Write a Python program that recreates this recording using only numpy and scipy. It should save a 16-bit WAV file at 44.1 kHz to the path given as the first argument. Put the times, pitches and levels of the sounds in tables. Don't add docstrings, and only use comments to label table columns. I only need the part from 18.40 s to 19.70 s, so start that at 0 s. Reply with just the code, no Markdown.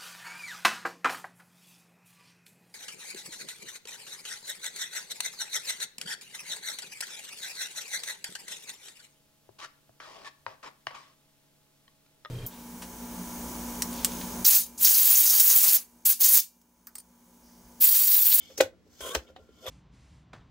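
import sys
import numpy as np
from scipy import signal
from scipy.fft import rfft, irfft, next_fast_len
from scipy.io import wavfile
from scipy.ndimage import uniform_filter1d, map_coordinates

SR = 44100
rng = np.random.default_rng(int(sys.argv[2]) if len(sys.argv) > 2 else 0)


def wrap_up_sound(samples):
    columns = np.atleast_2d(samples).T
    tamed = np.clip(columns, -1, 1)
    steps = np.round(tamed * 32767).astype(np.int16)
    wavfile.write(sys.argv[1], SR, steps)


N = 57330

# start_s, knock_db, ring_db, dull_crack_db, bright_crack_db, pitch_hz, rise_s, crack_t60_s
CONTACTS = [(.101, -54, -34.5, -52, -72, 540, 0.0041, 0.075),
            (0.1782, -48.5, -29, -38, -26, 500, 0.00042, 0.045),
            (.187, -37, -24, -48, -39.5, 416, 0.00035, 0.041),
            (.2040, -10.5, -31, -16, -39.5, 599, 0.00039, 0.024),
            (.2074, -7.5, -8.5, -17, -18, 539.7, 0.00051, 0.041),
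            (0.464, -60, -41, -78, -78, 438, 0.00361, .02),
            (.606, -37.5, -35.5, -43, -39, 491.5, 0.00031, 0.03),
            (0.7499, -62, -16, -18.5, -21.5, 786, 0.00032, 0.033),
            (.7530, -19, -23.5, -43, -46.5, 616, 0.0025, 0.01),
            (.7585, -45, -16, -33, -66, 465, 0.0017, 0.02),
            (.878, -77.5, -67, -53, -60.5, 544, 0.0041, 0.059),
            (0.9, -51.5, -41.5, -59, -68, 540, 0.0013, 0.033),
            (0.963, -57, -31.5, -47, -63, 790, 0.00024, 0.055),
            (1.09, -48.5, -39.5, -62.5, -90.5, 432, 0.0026, .02),
            (1.257, -36.5, -28.5, -34, -42, 573, 0.0027, 0.027),
            (1.265, -34, -31, -39, -44, 550, 0.0016, 0.1), (1.28, -33, -40, -37, -33.5, 560, 0.0039, 0.045)]
# pitch_hz, level_db, t60_s
BASE_MODES = [(275, -11, 0.2), (339, -16, 0.25), (427.2, -4, 0.072), (532.2, -4, 0.11), (610, -2, 0.018),
              (743, -3, 0.039), (977, -12.5, 0.026), (1180, -14.5, 0.04), (1520, -19, 0.04),
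              (1890, -18.5, 0.035), (3300, -19, 0.025)]
# pitch_hz, level_db
DULL_COLOUR = [(200, -57), (500, -25.5), (900, -5.5), (1500, -6.5), (2300, -7), (3400, -7), (4300, -10.5),
               (6000, -34), (9000, -66.5)]
BRIGHT_COLOUR = [(2500, -42), (4000, -9), (5600, 5), (7300, 0.5), (9000, -7), (10200, -10), (12000, -5),
                 (16000, -9)]
# start_s, level_db, pitch_hz
JUDDERS = [(.637, -36, 504), (.648, -35.5, 494), (.662, -41, 425), (.673, -36, 540), (.692, -36.5, 372)]
# time_s, base_buzz_db, low_rail_db, high_rail_db, fibre_hiss_db
CUT = [(0.609, -37.5, -37.5, -50, -41), (0.621, -51, -53, -54.5, -42), (0.671, -41, -44, -46.5, -39.5),
       (0.697, -53, -51, -52.5, -42), (0.719, -48.5, -46.5, -41.5, -42.5), (0.733, -45, -44, -57, -46.5),
       (0.749, -40, -47, -61, -44.5)]
# pitch_hz, half_width_hz, level_db
BUZZ = [(440, 30, -3), (515, 40, 0), (600, 40, -9)]
# pitch_hz, half_width_hz, level_db
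CUT_LOW = [(1045, 25, 0), (1420, 70, -8)]
CUT_HIGH = [(3240, 150, 0)]
# pitch_hz, level_db
CUT_HISS = [(940, -16.5), (1600, -9), (1710, -26), (1880, -13.5), (2740, -17), (3230, -3.5), (4190, -21),
            (6720, -11.5), (16000, -19.5)]
# time_s, base_buzz_db, low_rail_db, high_rail_db, hiss_db
RUB = [
    [(0.0, -65, -101, -49, -62), (0.016, -79.5, -65.5, -53, -59.5), (0.086, -73, -97, -59, -60),
     (0.114, -60, -104, -66, -57.5), (0.172, -84, -66, -69, -66)],
    [(0.33, -61.5, -69.5, -82, -84.5), (0.376, -75.5, -96, -99, -92), (0.446, -80, -102, -100.5, -81),
     (0.536, -82.5, -69, -82, -62), (0.58, -78.5, -85.5, -69, -61), (0.602, -72.5, -63, -55, -53)],
    [(0.82, -58, -93, -69, -66), (0.858, -62, -70, -82, -72.5), (0.878, -60, -81, -57, -74),
     (0.9, -53.5, -61, -74, -69), (0.95, -77.5, -93, -88.5, -95.5)],
    [(0.99, -49.5, -74, -63, -72), (1.014, -61.5, -73, -87, -76), (1.096, -81.5, -74, -76, -77),
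     (1.208, -67, -68, -67, -64), (1.238, -50, -66.5, -61.5, -55), (1.255, -41, -65, -57, -53.5)],
]
# pitch_hz, half_width_hz, level_db
RAIL_LOW = [(1050, 40, -7), (1390, 40, 0)]
RAIL_HIGH = [(2220, 80, -10), (3100, 150, -5), (3480, 50, 0)]
# pitch_hz, level_db
RUB_HISS = [(2060, -21.5), (3500, -26.5), (4240, -16), (5600, -12.5), (7560, -17), (9930, -31.5),
            (11600, -21), (16000, -24.5)]
# start_s, length_s, pitch_hz, level_db
SHORT_TONES = [(0.07, 0.02, 4310, -59.5), (.113, .016, 5650, -60.5), (0.673, 0.014, 1063, -50),
               (.697, 0.038, 1088, -45)]
# start_s, level_db
LIFT = [(1.186, -59), (1.241, -49.5), (1.263, -35.5), (1.272, -39.5), (1.278, -38)]
# pitch_hz, half_width_hz, level_db
LIFT_RING = [(1150, 50, -5), (3470, 100, 0), (11800, 250, -14)]
# start_s, peak_db, pitch_hz
THUMPS = [(.203, -54, 61.9), (0.23, -47.5, 97.8), (0.612, -48.5, 66.7), (0.758, -34, 63.6),
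          (1.006, -54, 70), (1.275, -42.5, 87)]
# pitch_hz, t60_s
ROOM = [(100, 0.3), (500, 0.16), (2000, 0.16), (6000, 0.13), (15000, 0.12)]
# pitch_hz, level_db
AIR = [(15, -52.5), (25, -18.5), (76, 1.5), (123, -10.5), (217, -5.5), (293, -8.5), (775, -19.5),
       (1130, -23), (4490, -30), (7310, -36), (16000, -50.5)]
# pitch_hz, peak_db
HUM = [(181, -71.5), (241, -68.5), (299, -71)]

FAVOUR_DB, FAVOUR_OCT = 12, .2
SOFT_LOSS = .25
KNOCK_CYCLES = 2.4
CUT_RISE, BUZZ_SINK = 1.08, .92
CUT_RISE_S = .685, .715
LIFT_RISE_S, LIFT_T60_S = 0.00056, 0.056
TABLE_S = 0.017
RADIATES_HZ = 100
PORT_HZ, PORT_RAD = 1020, 1.78
PORT_STEP_HZ = 130
ROOM_DB, ROOM_DELAY_S = -15.5, .011
ROOM_WIDE_HZ = 486.7
AIR_LAYER_DB = -68.5 + 20 * np.log10(1.2)
TOP_HZ = 15750


def amp(db):
    return 10 ** (np.asarray(db) / 20)


def unit(x):
    return x / np.sqrt(np.mean(x ** 2) + 1e-20)


def along(points, hz):
    point_hz, values = np.transpose(points)
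    return np.interp(np.log(hz + 1), np.log(point_hz + 1), values)


def gains(rows):
    times, *columns = np.transpose(rows)
    now = np.arange(N) / SR
    return [amp(np.interp(now, times, levels_db, -150, -150)) for levels_db in columns]


def since(start):
    return np.clip(np.arange(N) / SR - start, 0, None)


def wobble(rate):
    knots = rng.standard_normal(int(N * rate / SR) + 4)
    return map_coordinates(knots, [np.arange(N) * rate / SR])


def filtered(x, response):
    size = next_fast_len(N + SR // 2)
    spectrum = rfft(x, size) * response(np.fft.rfftfreq(size, 1 / SR))
    return irfft(spectrum, size)[..., :N]


def resonant(peaks, grit_db):
    grit = rng.standard_normal(N) * amp(grit_db * wobble(300))

    def shape(f):
        total = 0
        for centre, width, db in peaks:
            stage = 2j * f * width / (centre * centre - f * f + 2j * f * width)
            total = total + amp(db) * stage ** 2
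        return total

    return unit(filtered(grit, shape))


def hiss(spectrum, grit_db, channels=()):
    noise = rng.standard_normal(channels + (N,)) * amp(grit_db * wobble(200))
    return unit(filtered(noise, lambda f: amp(along(spectrum, f))))


def burst(start, length, hz):
    u = np.clip(since(start), 0, length)
    return np.sin(np.pi * u / length) * np.sin(2 * np.pi * hz * u)


def contacts():
    ring, dull, bright = np.zeros((3, N + SR))
    t = np.arange(SR // 3) / SR
    for start, _, ring_db, dull_db, bright_db, hz, soft, t60 in CONTACTS:
        at = slice(round(start * SR), round(start * SR) + len(t))
        rise = 1 - np.exp(-t / soft)
        modes = np.zeros(len(t))
        for mode_hz, mode_db, mode_t60 in BASE_MODES:
            nearness = np.exp(-(np.log2(mode_hz / hz) / FAVOUR_OCT) ** 2)
            softening = (1 + (hz * soft * SOFT_LOSS) ** 2) / (1 + (mode_hz * soft * SOFT_LOSS) ** 2)
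            strength = amp(FAVOUR_DB * (nearness - 1.5)) * softening
            jitter_db = rng.normal(0, 1.5)
            decay = amp(mode_db + jitter_db - 60 * t / mode_t60)
            modes += strength * decay * np.sin(2 * np.pi * mode_hz * t)
        ring[at] += amp(ring_db) * modes * rise
        dull[at] += amp(dull_db - 60 * t / t60) * rise
        bright[at] += amp(bright_db - 60 * t / t60) * rise
    return ring[:N] + dull[:N] * hiss(DULL_COLOUR, 2) + bright[:N] * hiss(BRIGHT_COLOUR, 2)


def knocks():
    rows = [(start, db, hz) for start, db, _, _, _, hz, _, _ in CONTACTS] + JUDDERS
    return sum(amp(db) * burst(start, KNOCK_CYCLES / hz, hz) for start, db, hz in rows)


def gliding(peaks, ratio):
    late = np.interp(np.arange(N) / SR, CUT_RISE_S, [0, np.pi / 2])
    shifted = [(hz * ratio, width, db) for hz, width, db in peaks]
    return np.cos(late) * resonant(peaks, 2) + np.sin(late) * resonant(shifted, 2)


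def cutting():
    buzz, low, high, fibres = gains(CUT)
    base = buzz * gliding(BUZZ, BUZZ_SINK)
    rail = low * gliding(CUT_LOW, CUT_RISE) + high * gliding(CUT_HIGH, CUT_RISE)
    return base + rail + fibres * hiss(CUT_HISS, 1.4)


def rubbing():
    levels = np.sum([gains(part) for part in RUB], axis=0)
    buzz, low, high, thin = uniform_filter1d(levels, size=441)
    rail = low * resonant(RAIL_LOW, 2) + high * resonant(RAIL_HIGH, 2)
    return buzz * resonant(BUZZ, 2) + rail + thin * hiss(RUB_HISS, 1.5)


def short_tones():
    return sum(amp(db + 3 * wobble(250)) * burst(start, length, hz) for start, length, hz, db in SHORT_TONES)


def lifting():
    jolts = np.zeros(N)
    for start, db in LIFT:
        u = since(start)
        jolts += amp(db - 60 * u / LIFT_T60_S) * (1 - np.exp(-u / LIFT_RISE_S))
    return jolts * resonant(LIFT_RING, 3.1)


def table():
    thumps = np.zeros(N)
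    for start, db, hz in THUMPS:
        u = since(start)
        swell = (u / TABLE_S) ** 2 * np.exp(2 - 2 * u / TABLE_S)
        thumps += amp(db) * swell * np.sin(2 * np.pi * hz * u)
    return thumps


def ports(x):
    knots = rng.standard_normal(size=200)

    def response(f):
        wander = np.tanh(2 * map_coordinates(knots, [f / PORT_STEP_HZ]))
        lead = PORT_RAD * wander * f ** 4 / (f ** 4 + PORT_HZ ** 4)
        return amp([[.4], [-.4]]) * np.exp([[.5j], [-.5j]] * lead)

    return filtered(x, response)


def room(x):
    hz, t, z = signal.stft(rng.standard_normal((2, SR // 3)), SR, nperseg=128)
    z[1] *= (hz / (hz + ROOM_WIDE_HZ))[:, None]
    decay = amp(-60 * t / along(ROOM, hz)[:, None])
    tail = signal.istft(z * decay, SR, nperseg=128)[1]
    tail /= np.linalg.norm(tail[0])
    delayed = np.pad(x, (round(ROOM_DELAY_S * SR), 0))
    mid, side = signal.fftconvolve(delayed[None], tail, axes=1)[:, :N]
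    return np.array([mid + side, mid - side])


def background():
    t = np.arange(N) / SR
    hum = np.zeros(N)
    for hz, db in HUM:
        hum += amp(db + 1.4 * wobble(23.0)) * np.sin(2 * np.pi * (hz * t + rng.random()))
    common, own = hiss(AIR, 0), hiss(AIR, 0, channels=(2,))
    return amp(AIR_LAYER_DB) * (common + own) + hum


def scene():
    parts = contacts() + knocks() + cutting() + rubbing() + short_tones() + lifting()
    trimmer = filtered(parts, lambda hz: (1j * hz / (RADIATES_HZ + 1j * hz)) ** 2)
    return ports(trimmer + table()) + amp(ROOM_DB) * room(trimmer) + background()


def record(dry):
    return filtered(dry, lambda hz: hz < TOP_HZ)


dry = scene()
out = record(dry)
wrap_up_sound(out)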